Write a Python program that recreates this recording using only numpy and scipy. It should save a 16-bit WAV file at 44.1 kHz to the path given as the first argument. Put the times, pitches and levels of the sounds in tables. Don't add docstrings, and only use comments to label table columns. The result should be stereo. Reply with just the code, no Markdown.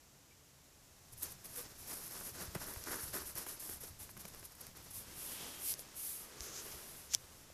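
import sys
import numpy as np
from scipy import signal
from scipy.fft import rfft, irfft, next_fast_len
from scipy.io import wavfile

SR = 44100
rng = np.random.default_rng(int(sys.argv[2]) if len(sys.argv) > 2 else 0)


def wrap_up_sound(samples):
    columns = np.atleast_2d(samples).T
    tamed = np.clip(columns, -1, 1)
    steps = np.round(tamed * 32767).astype(np.int16)
    wavfile.write(sys.argv[1], SR, steps)


N = 332381
TIME = np.arange(N) / SR

# frequency in Hz, left and right gain in dB.
HISS_COLOUR = [(2300, -58, -54.5), (3400, -53, -55), (4470, -56, -54), (5630, -50, -48.5),
               (7600, -46.5, -50), (9080, -41, -57), (10540, -36.5, -54), (11200, -34.5, -53),
               (13600, -40.5, -61), (15100, -55, -63)]


def from_db(db):
    return 10 ** (np.asarray(db) / 20)


def level(curve):
    s, db = np.transpose(curve)
    return from_db(np.interp(TIME, s, db)) * (TIME >= s.min()) * (TIME <= s.max())


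def drift(rate_hz):
    knots = rng.standard_normal(N // 8)
    return np.interp(TIME * rate_hz, np.arange(len(knots)), knots) * np.sqrt(3 / 2)


def swells(rows):
    power = np.zeros(N)
    for peak, db, rise, fall in rows:
        near = (TIME > peak - 4 * rise) & (TIME < peak + 4 * fall)
        away = np.maximum((peak - TIME[near]) / rise, (TIME[near] - peak) / fall)
        power[near] += (from_db(db) * np.exp(-away ** 2.2)) ** 2
    return np.sqrt(power)


def coloured(sound, colour):
    # frequency in Hz, correlation.
    likeness = [(60, 0.72), (300, 0.37), (700, 0.3), (1500, 0), (3000, 0), (12000, 0.071)]
    size = next_fast_len(N, True)
    hz = np.maximum(np.fft.rfftfreq(size, 1 / SR), 1)
    like_hz, correlation = np.transpose(likeness)
    alike = np.interp(np.log(hz), np.log(like_hz), correlation)
    mid, side = rfft(sound, size)
    ports = np.sqrt((1 + alike) / 2) * mid + np.sqrt((1 - alike) / 2) * side * [[1], [-1]]
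    colour_hz, *port_db = np.transpose(colour)
    gain = from_db([np.interp(np.log(hz), np.log(colour_hz), db) for db in port_db])
    bass_cut = np.minimum(hz / colour_hz[0], 1) ** 2
    return irfft(ports * gain * bass_cut * np.sqrt(SR / 2), size)[:, :N]


def friction(catches_per_s, grain_share, spread_db):
    caught = rng.random(N) < catches_per_s / SR
    force = from_db(spread_db * np.minimum(rng.exponential(1, N), 4))
    grains = caught * force * rng.standard_normal((2, N))
    grains /= grains.std() + 1e-12
    return np.sqrt(grain_share) * grains + np.sqrt(1 - grain_share) * rng.standard_normal((2, N))


def resonant(force, modes):
    out = np.zeros((2, N))
    for hz, width_hz, left_db, right_db in modes:
        r, w = np.exp(-np.pi * width_hz / SR), 2 * np.pi * hz / SR
        ring = signal.lfilter([1, 0, -1], [1, -2 * r * np.cos(w), r * r], force + 1e-18)
        out += from_db([[left_db], [right_db]]) * np.sqrt((1 - r * r) / 2) * ring
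    return out


def struck(hits, modes):
    pulses, out = np.full(N, 1e-18), np.zeros((2, N))
    for s, db in hits:
        pulses[round(s * SR)] += from_db(db)
    for k, (hz, t60, left_db, right_db) in enumerate(modes):
        r, w = np.exp(-np.log(1000) / (t60 * SR)), 2 * np.pi * hz / SR
        ring = signal.lfilter([.5, 0, -.5], [1, -2 * r * np.cos(w), r * r], pulses)
        out += (-1) ** k * from_db([[left_db], [right_db]]) * ring
    return out


def room_tone():
    # frequency in Hz, left and right gain in dB.
    colour = [(39.8, -85.5, -91), (80, -90, -88.5), (140, -89.5, -93), (308, -97, -94), (595, -100, -94.5),
              (1300, -103.6, -97.5), (2580, -103.8, -100), (4320, -105, -100), (5900, -106, -95.5),
              (7700, -106, -96.5), (8550, -105, -103), (11100, -102.4, -103), (15200, -107.5, -105)]
    # frequency and width in Hz, left and right gain in dB.
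    modes = [(74.5, 14, -72, -88), (135.4, 1.6, -75.5, -79), (275, 12, -101, -80)]
    hush = from_db(-3) * coloured(rng.standard_normal((2, N)), colour)
    return hush + resonant(rng.standard_normal(N), modes)


def squeaking():
    # peak time in seconds, level in dB, pitch in Hz.
    squeaks = [(.315, -70, 2330)]
    swell_s, width_hz = 0.016, 77
    out = np.zeros((2, N))
    for s, db, hz in squeaks:
        rub = swells([(s, db, swell_s, swell_s)]) * rng.standard_normal(N)
        out += resonant(rub, [(hz, width_hz, 0, 0)])
    return out


def handling():
    # time in seconds, relative level in dB.
    unrest = [(0.8, -77.5), (1.31, -62), (1.87, -65.5), (2.67, -58), (2.81, -62), (4.02, -65),
              (4.19, -60.5), (4.64, -67), (4.92, -61.5), (6.16, -72.5), (6.7, -66), (7.53, -66.5)]
    # frequency in Hz, left and right gain in dB.
    colour = [(19.5, -13.5, -21), (38, -28, -26), (69.5, -14, -24.5), (122, -20, -24), (222, -28, -30.5),
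              (430, -47, -39.5)]
    # peak time in seconds, level at the left port in dB, pitch in Hz, swell in seconds.
    bumps = [(1.14, -55.5, 120, .035), (1.592, -48.5, 484, 0.019), (2.421, -46, 170, 0.011),
             (2.488, -42, 75, 0.0089), (2.563, -33.5, 153, 0.0056), (2.774, -38.5, 72, 0.0051),
             (3.04, -43.5, 85.4, 0.0043), (3.358, -47, 110, 0.0074), (3.697, -44, 310, 0.0026),
             (3.838, -51, 505, 0.0038), (3.911, -48, 80, 0.0086), (4.017, -49, 84.5, .014),
             (4.184, -50, 180, 0.007), (4.255, -47.5, 182, 0.0084), (4.683, -53, 132, 0.014),
             (5.793, -44.5, 540, 0.0022), (6.415, -44, 54.6, 0.011), (7.172, -54, 115, 0.018),
             (7.503, -48.5, 600, 0.0018)]
    shake = level(unrest) * from_db(2.27 * drift(rate_hz=20)) * rng.standard_normal((2, N))
    thuds = np.zeros(N)
    for s, db, hz, swell in bumps:
        near = np.abs(TIME - s) < 4 * swell
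        age = TIME[near] - s
        thuds[near] += from_db(db) * np.exp(-(age / swell) ** 2) * np.sin(2 * np.pi * hz * age)
    return coloured(shake, colour) + from_db([[0], [-5]]) * thuds


def dragging():
    # time in seconds, relative level in dB.
    pressure = [(4.95, -63), (5.42, -52), (5.64, -57), (5.78, -59.5), (6.07, -61), (6.4, -59.5),
                (6.56, -62), (6.69, -56.5), (6.88, -59), (7.09, -62.5), (7.53, -65.5)]
    # frequency in Hz, left and right gain in dB.
    colour = [(162, -35, -37), (380, -33.5, -33.5), (720, -39.5, -36.5), (1280, -39, -36),
              (1860, -41.5, -37), (2640, -40, -40), (3320, -42.5, -40), (4070, -40.5, -41),
              (5330, -40, -36), (7300, -42, -39), (9100, -41, -43.5), (13400, -48, -47)]
    # peak time in seconds, level in dB, rise and fall in seconds.
    leans = [(6.55, -58.5, 0.32, 0.31)]
    # frequency and width in Hz, left and right gain in dB.
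    case_modes = [(3140, 620, -25, -5)]
    pad_modes = [(415, 120, 0, -5.5), (1160, 320, -1.5, -13)]
    effort = from_db(7) * level(pressure)
    rustle = effort * from_db(-4 + 0.5 * drift(rate_hz=53))
    rustle = rustle * friction(catches_per_s=2200, grain_share=0.32, spread_db=0)
    scrape = effort * (effort / effort.max()) ** 1.4 * rng.standard_normal(N)
    lean = swells(leans) * rng.standard_normal(N)
    return coloured(rustle, colour) + resonant(scrape, case_modes) + resonant(lean, pad_modes)


def fingertip():
    # peak time in seconds, relative level in dB, rise and fall in seconds.
    rubs = [(1.24, -56, 0.02, 0.065), (2.2, -66, 1, .5), (2.92, -55, 0.12, 0.084), (3.38, -63, 0.012, .025),
            (6.45, -49, 0.055, 0.1), (6.585, -45, 0.052, 0.03), (6.72, -51, 0.01, 0.014),
            (7.138, -42, 0.03, 0.02), (7.1424, -29.5, 0.0057, 0.0022), (7.1488, -21.5, 0.0013, .0008)]
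    # frequency in Hz, left and right gain in dB.
    colour = [(1850, -42.5, -35), (4380, -49, -32), (5930, -44, -24.5), (6300, -57, -22), (7340, -42, -27),
              (8100, -43, -37), (14300, -45, -41)]
    effort = swells(rubs) * from_db(-7 + 0.32 * drift(rate_hz=590))
    return coloured(effort * friction(catches_per_s=3100, grain_share=0.21, spread_db=7), colour)


def case_clicks():
    # time in seconds, relative strength in dB.
    clicks = [(2.8395, -28.5), (5.7395, -22.5), (5.7937, -29), (6.4067, -23.5), (7.1424, -25),
              (7.1475, -24), (7.1485, -4.5), (7.1488, -14.5)]
    # frequency in Hz, t60 in seconds, left and right gain in dB.
    modes = [(716, 0.0046, -24.5, -34), (2050, 0.0046, -33.5, -16), (3500, 0.0027, -35, -8),
             (4930, 0.0043, -24, -3), (6100, 0.0028, -25, 1), (10100, 0.0017, -6.5, -12),
             (11900, 0.00067, -10, -34)]
    return from_db(-0.5) * struck(clicks, modes)


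def skin_gliding():
    # peak time in seconds, relative level in dB, rise and fall in seconds.
    glides = [(4.972, -39, 0.046, 0.05), (5.26, -38.5, 0.1, 0.14), (5.52, -46.5, 0.4, 0.074),
              (5.715, -30.5, 0.093, 0.025), (5.803, -43, 0.025, 0.022), (5.98, -38.5, 0.024, 0.11),
              (6.09, -37, 0.082, 0.14), (6.443, -45.5, 0.029, 0.036), (6.68, -46.5, 0.12, 0.11),
              (6.95, -47.5, 0.36, 0.13), (7.4, -59.5, 0.47, 0.072)]
    # frequency and width in Hz, left and right gain in dB.
    modes = [(4700, 630, -19.5, -29)]
    speed = swells(glides)
    hiss = speed * from_db(-2.5 + 0.8 * drift(rate_hz=38)) * rng.standard_normal((2, N))
    rasp = speed ** 2 / speed.max() * rng.standard_normal(N)
    return coloured(hiss, HISS_COLOUR) + resonant(rasp, modes)


def tapping():
    # start in seconds, relative level in dB, decay in seconds.
    taps = [(2.21, -45.5, .002), (2.549, -45.5, 0.02), (2.5526, -45, 0.0026), (2.616, -47, 0.002),
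            (2.762, -47, .002), (3.221, -50, 0.0034), (3.465, -47.5, 0.008), (3.693, -52.5, 0.0037),
            (4.092, -51.5, 0.005), (4.168, -54, 0.011), (4.253, -44, 0.002), (4.347, -47, 0.00086),
            (4.428, -52, 0.004), (4.751, -57, 0.002)]
    # frequency and width in Hz, left and right gain in dB.
    modes = [(380, 160, 1.5, -4.5), (560, 190, -11, -10.5), (895, 570, -13, -2.5), (1410, 650, -13, -8.5),
             (5900, 9700, -16, -6)]
    bursts = sum(from_db(db) * (TIME >= s) * np.exp(-np.abs(TIME - s) / decay) for s, db, decay in taps)
    contact = from_db(12.5) * np.diff(bursts, prepend=0)
    return resonant(contact + bursts * rng.standard_normal(N), modes)


def thread_ticks():
    # time in seconds, relative strength in dB.
    plucks = [(1.2318, -11.5), (1.6132, -24.5), (1.8946, -28), (2.111, -25), (2.6418, -26), (2.6857, -26),
              (2.7383, -23), (2.8401, -25), (3.1509, -21.5), (3.1578, -23), (3.355, -22), (3.3832, -22.5),
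              (3.6979, -20), (4.169, -33), (4.2533, -31), (4.3478, -30), (4.522, -33), (4.8285, -36)]
    # frequency in Hz, t60 in seconds, left and right gain in dB.
    modes = [(6000, 0.00057, -23, -21), (12200, 0.0017, -0.5, -22)]
    return struck(plucks, modes)


def stroke_shape(start, length, attack_s, release_s):
    age = TIME - start
    off_centre = 2 * np.clip(age / length, 0, 1) - 1
    grip = np.clip(age / attack_s, 0, 1)
    lift = np.exp(-np.clip((age - length) / release_s, 0, 20))
    return grip * lift * from_db(-3.5 * off_centre ** 2)


def mat_contact():
    # start and length in seconds, relative hiss and rasp in dB.
    strokes = [(1.167, 0.16, -43.5, -56.5), (1.214, 0.038, -37.5, -49), (1.435, 0.038, -41, -53),
               (1.478, 0.13, -43.5, -61), (1.549, 0.072, -37.5, -49), (1.776, 0.093, -43.5, -74),
               (1.864, 0.13, -37.5, -50), (1.993, 0.097, -40, -55), (2.09, 0.15, -41, -51),
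               (2.226, 0.069, -37.5, -53), (2.33, 0.064, -45, -49.5), (2.388, 0.068, -40, -47),
               (2.591, 0.059, -42.5, -46.5), (2.659, 0.059, -37, -47), (2.717, 0.15, -45, -58),
               (2.852, 0.13, -37.5, -43), (2.98, 0.13, -37, -52.5), (3.125, 0.06, -33, -43),
               (3.196, 0.047, -40.5, -51), (3.251, 0.061, -36.5, -50.5), (3.345, 0.088, -37.5, -48),
               (3.456, 0.092, -36.5, -50), (3.588, 0.12, -39, -52.5), (3.687, 0.068, -35.5, -53.5),
               (3.799, 0.091, -41, -53), (3.985, 0.061, -39.5, -53.5)]
    # peak time in seconds, relative level in dB, length in seconds.
    slips = [(1.131, -44, 0.017), (1.232, -32.5, 0.02), (1.322, -42.5, 0.0085), (1.446, -39, .003),
             (2.552, -36, 0.006), (3.384, -31.5, 0.016), (4.107, -43, 0.014), (4.176, -36, 0.0031),
             (4.209, -40.5, 0.021), (4.257, -40, 0.0044), (4.283, -39.5, 0.0065), (4.396, -43.5, 0.0075),
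             (4.454, -39.5, 0.017), (4.553, -43.5, 0.0055), (4.613, -35.5, 0.0075), (4.6685, -38.5, 0.0025),
             (4.772, -41.5, 0.0075), (4.846, -44, 0.0099), (4.912, -40.5, 0.009)]
    # peak time in seconds, relative level in dB, rise and fall in seconds.
    shifts = [(2.5, -56, 1.22, 1), (4.2, -55.5, 0.018, 0.38), (4.6, -56.5, 0.027, 0.11),
              (4.765, -58.5, 0.012, 0.39), (6.5, -56, 0.13, 0.37)]
    flicks = sum(from_db(db) * np.exp(-2 * np.minimum(np.abs(TIME - s) / length, 5) ** 2)
                 for s, db, length in slips)
    resting = swells(shifts)
    hiss = flicks ** 2 + (from_db(2.5) * resting) ** 2
    rasp = (from_db(-20.5) * flicks) ** 2 + resting ** 2
    for start, length, hiss_db, rasp_db in strokes:
        hiss += (from_db(hiss_db) * stroke_shape(start, length, attack_s=0.011, release_s=0.018)) ** 2
        rasp += (from_db(rasp_db) * stroke_shape(start, length, attack_s=0.018, release_s=0.071)) ** 2
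    return np.sqrt(hiss), np.sqrt(rasp)


def snags(per_s, decay_s, flare_db):
    jerks = (rng.random(N) < per_s / SR) * rng.random(N)
    gain = 1 + from_db(flare_db) * signal.lfilter([1], [1, -np.exp(-1 / (decay_s * SR))], jerks)
    return gain / np.sqrt(np.mean(gain ** 2))


def scuffing(effort):
    # frequency in Hz, left and right gain in dB.
    colour = [(146, -31, -39.5), (370, -33, -33), (580, -34, -31.5), (736, -35, -34.5), (1190, -36, -33),
              (1490, -39, -34), (1830, -38.5, -35), (2850, -40, -40), (3250, -41, -41.5),
              (4520, -36.5, -35.5), (5440, -38, -30.5), (6840, -37, -36.5), (8900, -39.5, -42),
              (13000, -41, -49)]
    # frequency and width in Hz, left and right gain in dB.
    pad_modes = [(319, 70, -7, -9), (385, 50, -4, -11), (456, 35, -13, -17), (604, 40, -14, -13.5),
                 (1014, 530, -5, -4), (1470, 450, -14.5, -2)]
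    pressure = effort / effort.max()
    rasp = effort * from_db(-3.5 - 4.04 * pressure + 2.1 * drift(rate_hz=59))
    rasp = rasp * friction(catches_per_s=1100, grain_share=0.093, spread_db=2)
    judder = effort * pressure ** 1.07 * friction(catches_per_s=380, grain_share=0.61, spread_db=1)[0]
    foam = signal.butter(6, 2000, fs=SR, output="sos")
    hollow = signal.sosfilt(foam, resonant(judder, pad_modes))
    return coloured(rasp, colour) + from_db(-4.5) * hollow


def stroking(contact):
    effort = contact * snags(per_s=75, decay_s=0.0026, flare_db=1)
    effort *= from_db(-4.5 + 1.04 * drift(rate_hz=35))
    return coloured(effort * friction(catches_per_s=1700, grain_share=0.12, spread_db=3), HISS_COLOUR)


def scene():
    hiss, rasp = mat_contact()
    return (room_tone() + stroking(hiss) + skin_gliding() + scuffing(rasp) + tapping() + thread_ticks()
            + dragging() + fingertip() + case_clicks() + handling() + squeaking())


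def record(dry):
    ceiling, cutoff_hz = 0.42, 14600
    rounded = ceiling * np.tanh(dry / ceiling)
    return signal.sosfilt(signal.ellip(12, .1, 80, cutoff_hz, fs=SR, output="sos"), rounded)


dry = scene()
out = record(dry)
wrap_up_sound(out)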